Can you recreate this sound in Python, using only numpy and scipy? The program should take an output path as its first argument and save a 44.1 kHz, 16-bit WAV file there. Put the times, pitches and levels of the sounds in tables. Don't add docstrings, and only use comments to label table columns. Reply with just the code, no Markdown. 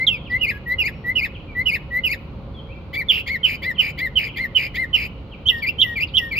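import sys
import numpy as np
from scipy import signal
from scipy.fft import rfft, irfft, next_fast_len
from scipy.io import wavfile
from scipy.ndimage import uniform_filter1d, minimum_filter1d, map_coordinates

SR = 44100
rng = np.random.default_rng(int(sys.argv[2]) if len(sys.argv) > 2 else 0)


def master(y):
    cut = np.clip(np.atleast_2d(y).T, -1, 1)
    pcm = np.round(cut * 32767)
    wavfile.write(sys.argv[1], SR, pcm.astype(np.int16))


N = 281799

# (frequency [Hz], relative density [dB])
TRAFFIC_SPECTRUM = [(13, -28.5), (22, -13.5), (59, 5.5), (83, 3.5), (107, 0), (145, 0), (368, -12),
                    (432, -16.5), (490, -13), (536, -11), (630, -19.5), (1080, -20), (1410, -27),
                    (1600, -45.5), (2080, -57), (3520, -120)]
AIR_SPECTRUM = [(900, -22), (1400, 1), (1700, -8), (2300, -2), (2800, -5), (3100, -3.5), (3500, -8.5),
                (4300, -8.5), (5300, -24.5), (6600, -30), (9000, -45), (11000, -43), (12200, -30.5),
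                (15500, -36.5)]
# (frequency [Hz], correlation [0-1])
PORT_LIKENESS = [(60, 0.95), (130, 0.98), (290, 0.92), (640, 0.8), (1410, 0.3), (3100, 0.14), (6820, 0.03),
                 (15000, 0.02)]
# (frequency [Hz], level [dB])
MACHINE_TONES = [(438, -52.5), (545, -52)]

# (delay [s], length [s], pitch at start [Hz],
# at one third [Hz], at two thirds [Hz], at end [Hz], level [dB], swell [dB], attack [s],
# release [s], roughness [0-1], overtone gain [dB], even overtone gain [dB])
RISE_NOTES = [(0, 0.081, 1900, 1935, 1990, 2174, -22.5, 11, 0.024, 0.024, 0.093, -4.5, -6)]
SWOOP_NOTES = [(.002, .034, 3985, 3346, 3110, 2840, -12.5, 0, 0.011, 0.016, .12, 3.5, -0.36),
               (.026, .1, 2884, 2673, 2437, 2060, -25.5, -9, .005, 0.046, .1, -6.5, -2)]
WARBLE_NOTES = [(.002, 0.057, 2846, 2882, 2560, 2400, -18.5, -5, .016, 0.011, 0.19, -1.2, -4),
                (.058, .043, 2170, 2167, 2380, 2624, -22.5, 8, .004, 0.0042, 0.17, 1.2, -6),
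                (.096, .028, 2350, 1950, 1730, 1570, -29.5, -21, .004, 0.0066, 0.23, -1, 3)]
HOLD_NOTES = [(0, .074, 1680, 1660, 1660, 1675, -36.5, 3, .008, .012, .03, -16, 8)]
CREAK_NOTES = [(0.0016, .042, 1880, 2180, 2370, 2560, -26, 3.3, 0.027, 0.025, .6, 3.5, -3.1)]
ARCH_NOTES = [(0.0015, 0.09, 1740, 2070, 2065, 1680, -23.5, 0, 0.027, 0.012, 0.1, -4, -1.3)]
FLOURISH_NOTES = [(.002, .032, 3120, 3100, 3275, 3380, -19, 8, .016, 0.0062, .08, 2, -0.5),
                  (.0345, 0.027, 3710, 3133, 2832, 2670, -12.5, -9, 0.0035, .01, .2, 4, 0.5),
                  (.055, 0.12, 2124, 1910, 1888, 1802, -30.5, -10, 0.023, 0.016, 0.037, -1, -7),
                  (.177, .043, 2470, 2330, 2170, 2030, -23.5, 0, 0.011, 0.0055, 0.22, -3.5, 0.5),
                  (.221, .045, 2620, 2357, 2642, 2800, -20.5, 10, 0.0038, 0.0078, 0.37, -0.5, -1)]
# (time [s], time stretch [ratio], pitch [ratio], gain [dB])
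RISE_TIMES = [(-.0185, 0.89, 1.055, 0), (0.2958, 1.025, 1.012, 1.2), (.657, 1.174, 1.001, 0.3),
              (1.039, 1.08, 1.004, 0), (1.5473, 1.006, 1.015, 0), (1.904, 1.24, 1.007, .5)]
SWOOP_TIMES = [(0.064, 1, 1.001, .1)]
WARBLE_TIMES = [(0.407, 0.98, 0.99, 0.38), (0.7812, 0.97, .99, .1), (1.151, 0.99, 1, 0.15),
                (1.6537, 1.003, 1.01, 0.6), (2.0322, 1, 1.003, -1.1)]
HOLD_TIMES = [(0.513, 0.987, 1.001, .1)]
FLOURISH_TIMES = [(5.453, 0.94, 0.98, 0.08), (5.78, 0.99, 1, 0.41), (6.134, .99, .98, -1)]
# (time [s], time stretch [ratio], height [ratio], gain [dB])
ARCH_TIMES = [(2.926, 0.87, 1.52, -.5), (3.2589, 0.99, 1.26, 0.8), (3.6153, 0.95, 0.87, -.7),
              (3.9717, 0.96, 0.96, -0.4), (4.356, 0.96, 1.03, .1), (4.738, 1.025, 0.98, .6)]
# (time [s], length [s], top pitch [Hz], rasp pitch [Hz], fall time [s], level [dB])
TORN_CHIPS = [(3.084, 0.14, 3518, 2750, 0.022, -7), (3.43, 0.14, 3127, 2410, .035, -8.5),
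              (3.78, 0.14, 3077, 2366, .034, -9), (4.154, 0.14, 3130, 2360, .034, -9.5),
              (4.547, 0.14, 3087, 2382, .035, -8.5), (4.929, 0.15, 3062, 2398, .036, -9)]
# (time [s], length [s], start pitch [Hz], end pitch [Hz], level [dB])
DISTANT_SLURS = [(.248, 0.043, 3400, 2280, -42), (0.296, .045, 5160, 3000, -49),
                 (0.379, 0.035, 2700, 3100, -42), (0.884, 0.17, 5425, 5520, -71.5),
                 (1.342, 0.034, 3400, 2280, -41.5), (1.396, 0.022, 3250, 2380, -48),
                 (1.468, .08, 2430, 2226, -46), (2.534, .085, 3460, 3060, -46.5),
                 (2.683, 0.062, 2237, 2740, -46.5), (2.729, 0.067, 2310, 2395, -52),
                 (3.745, .045, 3400, 2210, -43), (4.274, .042, 3380, 2280, -38),
                 (4.327, .04, 3200, 2230, -44), (5.309, .05, 3310, 2220, -43.5),
                 (5.574, 0.034, 5250, 2960, -52), (6.067, .036, 5100, 2980, -47.5)]
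# (frequency [Hz], gain [dB])
OVERTONE_COLOUR = [(3300, -22.5), (4100, -20.5), (4900, -17), (5400, -28.5), (5900, -41.5), (6900, -34.5),
                   (8300, -45.5), (10500, -41.5), (12000, -37.5), (13300, -29.5), (14000, -24.5),
                   (14600, -37.5), (15300, -49)]

# (frequency [Hz], left minus right [dB])
PORT_BALANCE = [(1800, 3.5), (2400, 2), (2900, -7.5), (3600, -5.5), (5000, -10.5), (8000, 7), (14000, 3)]
# (frequency [Hz], lead of the left port [rad])
PORT_PHASE = [(800, -.1), (2000, -.6), (2650, -1.45), (3000, -.8), (4000, 0), (4600, 1), (5500, 1.4),
              (7000, .3), (8900, .4), (10000, -.8), (11400, -1.6), (12500, .3), (15000, -.6)]
# (frequency [Hz], time to fall 60 dB [s])
GARDEN_DECAY = [(1500, .5), (3000, 0.7), (6000, 0.37), (14000, 0.54)]


def amp(db):
    return 10 ** (np.asarray(db) / 20)


def along(points, hz):
    freqs, values = np.transpose(points)
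    return np.interp(np.log(hz + 1), np.log(freqs + 1), values)


def wobble(rate, size):
    knots = rng.standard_normal(int(size * rate / SR) + 4)
    return map_coordinates(knots, [np.arange(size) * rate / SR])


def filtered(x, response):
    size = next_fast_len(N + SR // 2)
    return irfft(rfft(x, size) * response(np.fft.rfftfreq(size, 1 / SR)), size)[..., :N]


def add(out, start, sound):
    at = round(start * SR)
    sound = sound[:, max(-at, 0):N - at]
    out[:, max(at, 0):][:, :sound.shape[1]] += sound


def envelope(t, attack_s, release_s):
    ramp = lambda u: np.sin(np.pi / 2 * np.clip(u, 0, 1))
    return ramp(t / attack_s) * ramp((t[-1] - t) / release_s) ** 2


def rush(spectrum):
    def mid_and_side(hz):
        spread = np.arccos(along(PORT_LIKENESS, hz)) / 2
        return amp(along(spectrum, hz)) * [np.cos(spread), np.sin(spread)]
    mid, side = filtered(rng.standard_normal((2, N)), mid_and_side)
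    noise = np.array([mid + side, mid - side])
    return noise / np.sqrt(np.mean(noise ** 2))


def traffic(level_db=-34.5, fade_db_per_s=.15):
    receding_db = level_db - fade_db_per_s * np.arange(N) / SR
    return amp(receding_db + .6 * wobble(6, N)) * rush(TRAFFIC_SPECTRUM)


def machines(waver_hz=4, swell_db=1.8):
    out = np.zeros(N)
    for hz, db in MACHINE_TONES:
        gain = amp(db + swell_db * wobble(6, N))
        pitch = hz + waver_hz * wobble(25, N)
        out += gain * np.sin(2 * np.pi * np.cumsum(pitch) / SR)
    return out


def syrinx(pitch, rough, even_db, split, flutter_hz=78, taut_hz=2520):
    size = len(pitch)
    flutter_rate = flutter_hz * np.exp(.17 * wobble(60, size))
    flutter = np.sin(2 * np.pi * np.cumsum(flutter_rate) / SR)
    swing = rough ** 1.22 * (.059 * flutter + .0846 * wobble(1100, size))
    phase = 2 * np.pi * np.cumsum(pitch * (1 + swing)) / SR
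    tone = np.sin(phase) + split * np.sin(3 * phase / 2)
    pulse_db = 5 * rough * flutter
    overtones = amp(4.5 + pulse_db) * rough * rng.standard_normal(size)
    rolloff_db = 6 * np.maximum(pitch - taut_hz, 0) / 1000
    for k in range(2, 9):
        swell_db = 3.5 * wobble(45, size)
        db = even_db * (k % 2 == 0) + swell_db + pulse_db - rolloff_db * (k - 2)
        fray = 1 + amp(-12) * wobble(1800, size)
        overtones += amp(db) * fray * np.sin(k * phase) * (k * pitch < SR / 2)
    shimmer = amp(1.5 * rough * wobble(695, size))
    return np.sqrt(2) * np.array([tone, overtones]) * shimmer


def whistle(t, pitch, gain, rough, bright_db, even_db, split=0, bloom_s=.01, pure_above_db=-26.5):
    tone, overtones = syrinx(pitch, rough, even_db, split)
    bloom = 1 - np.exp(-(t / bloom_s) ** 2)
    excess_db = np.maximum(20 * np.log10(gain + 1e-9) - pure_above_db, 0)
    return gain * np.array([tone, overtones * bloom * amp(bright_db - .24 * excess_db)])


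def sing(syllable, renditions, split=0, bloom_s=.004, build_db=0, height=1):
    out = np.zeros((2, N))
    for repeat, (start, stretch, ratio, gain_db) in enumerate(renditions):
        for delay, length, *hz, db, swell_db, attack, release, rough, bright_db, even_db in syllable:
            t = np.arange(int(length * stretch * SR)) / SR
            progress = t / t[-1]
            contour = np.polyfit(np.linspace(0, 1, len(hz)), hz, len(hz) - 1)
            glide = np.polyval(contour, progress)
            pitch = ratio * (hz[-1] + height * (glide - hz[-1]))
            gain = amp(db + gain_db + swell_db * (progress - .5))
            gain *= envelope(t, attack * stretch, release * stretch)
            note = whistle(t, pitch, gain, rough, bright_db + build_db * repeat, even_db, split, bloom_s)
            add(out, start + delay * stretch, note)
    return out


def voice_colour(voice, low_cut_hz=1600):
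    tone, overtones = voice
    tone = filtered(tone, lambda hz: 1 - 1 / (1 + (hz / low_cut_hz) ** 20))
    return tone + filtered(overtones, lambda hz: amp(along(OVERTONE_COLOUR, hz)))


def warbles():
    return (sing(RISE_NOTES, RISE_TIMES, bloom_s=.031) + sing(SWOOP_NOTES, SWOOP_TIMES)
            + sing(WARBLE_NOTES, WARBLE_TIMES, build_db=.9) + sing(HOLD_NOTES, HOLD_TIMES))


def ports(x):
    half = np.array([[1], [-1]]) / 2
    balance = lambda hz: amp(half * along(PORT_BALANCE, hz))
    return filtered(x, lambda hz: balance(hz) * np.exp(1j * half * along(PORT_PHASE, hz)))


def twigs(x, level_db=-.5, t60=.03, corner_hz=5000):
    t = np.arange(SR // 10) / SR
    impulse = rng.standard_normal((2, len(t))) * amp(-60 * t / t60)
    scattered = signal.fftconvolve(x[None], impulse / np.linalg.norm(impulse[0]), axes=1)[:, :N]
    return amp(level_db) * filtered(scattered, lambda hz: 1 - 1 / (1 + (hz / corner_hz) ** 4))


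def slap(x, strength=.37, delay_s=.01038):
    weak, weak_delay_s = np.array([[.1], [.17]]), np.array([[.01182], [.01097]])
    late = lambda hz, s: np.exp(-2j * np.pi * hz * s)
    return filtered(x, lambda hz: 1 - strength * late(hz, delay_s) - weak * late(hz, weak_delay_s))


def echo(x, delay_s=.067, level_db=-27, corner_hz=4000):
    late_and_dull = lambda hz: np.exp(-2j * np.pi * hz * delay_s) / (1 + (hz / corner_hz) ** 4)
    return amp(level_db) * filtered(x, late_and_dull)


def garden(x, scatter_db, tail_db, scatter_t60=.069):
    hz, t, noise = signal.stft(rng.standard_normal((2, SR // 2)), SR, nperseg=256)
    decay = amp(-60 * t / along(GARDEN_DECAY, hz)[:, None])
    tail = signal.istft(noise * decay, SR, nperseg=256)[1]
    t = np.arange(tail.shape[1]) / SR
    tail *= 1 - np.exp(-t / .036)
    scatter = rng.standard_normal(tail.shape) * amp(-60 * t / scatter_t60) * (1 - np.exp(-t / .017))
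    impulse = amp(scatter_db) * scatter / np.linalg.norm(scatter[0])
    impulse += amp(tail_db) * tail / np.linalg.norm(tail[0])
    return signal.fftconvolve(x[None], impulse, axes=1)[:, :N]


def far_bird():
    out = np.zeros((2, N))
    for start, length, start_hz, end_hz, db in DISTANT_SLURS:
        t = np.arange(int(length * SR)) / SR
        pitch = start_hz + (end_hz - start_hz) * np.sin(np.pi / 2 * t / length) ** 2
        gain = amp(db) * envelope(t, .51 * length, .31 * length)
        add(out, start, whistle(t, pitch, gain, rough=.11, bright_db=-15.5, even_db=.5))
    return voice_colour(out)


def arches(arch_delay_s=.022):
    out = np.zeros((2, N))
    for start, stretch, height, db in ARCH_TIMES:
        out += sing(CREAK_NOTES, [(start, 1, 1, db)], split=.32)
        out += sing(ARCH_NOTES, [(start + arch_delay_s, stretch, 1, db)], height=height)
    return out


def chips(tear_s=.026, tear_width_s=.0022, rasp_db=-14.5, sag_db_per_s=52):
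    out = np.zeros((2, N))
    for start, length, top_hz, rasp_hz, fall_s, db in TORN_CHIPS:
        t = np.arange(int(length * SR)) / SR
        pitch = rasp_hz + (top_hz - rasp_hz) * np.exp(-(t / fall_s) ** 3)
        torn = 1 / (1 + np.exp((tear_s - t) / tear_width_s))
        rasp_gain = amp(rasp_db - sag_db_per_s * (t - tear_s))
        strength = (1 - torn) * t / tear_s + torn * rasp_gain
        gain = amp(db) * strength * envelope(t, attack_s=.002, release_s=.023)
        rough = .037 * (1 - torn) + .82 * torn
        even_db = 6 * (.5 - torn)
        add(out, start, whistle(t, pitch, gain, rough, bright_db=-.5, even_db=even_db))
    return out


def flourishes():
    return sing(FLOURISH_NOTES, FLOURISH_TIMES, bloom_s=.0073)


def scene():
    mockingbird = voice_colour(warbles() + arches() + chips() + flourishes())
    far = far_bird()
    song = ports(slap(mockingbird)) + twigs(mockingbird) + echo(mockingbird)
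    song += garden(mockingbird, scatter_db=-10.5, tail_db=-24.5)
    answer = far + garden(far, scatter_db=-2, tail_db=-5)
    rumble = (traffic() + machines()) * amp([[-.4], [.4]])
    air = amp(-55) * rush(AIR_SPECTRUM)
    return song + answer + rumble + air


def record(dry):
    ceiling, window, top_hz = .88, SR // 100, 15700
    needed = np.minimum(1, ceiling / (np.abs(dry).max(axis=0) + 1e-9))
    gain = uniform_filter1d(minimum_filter1d(needed, size=window), size=window)
    return filtered(dry * gain, lambda hz: hz < top_hz)


dry = scene()
out = record(dry)
master(out)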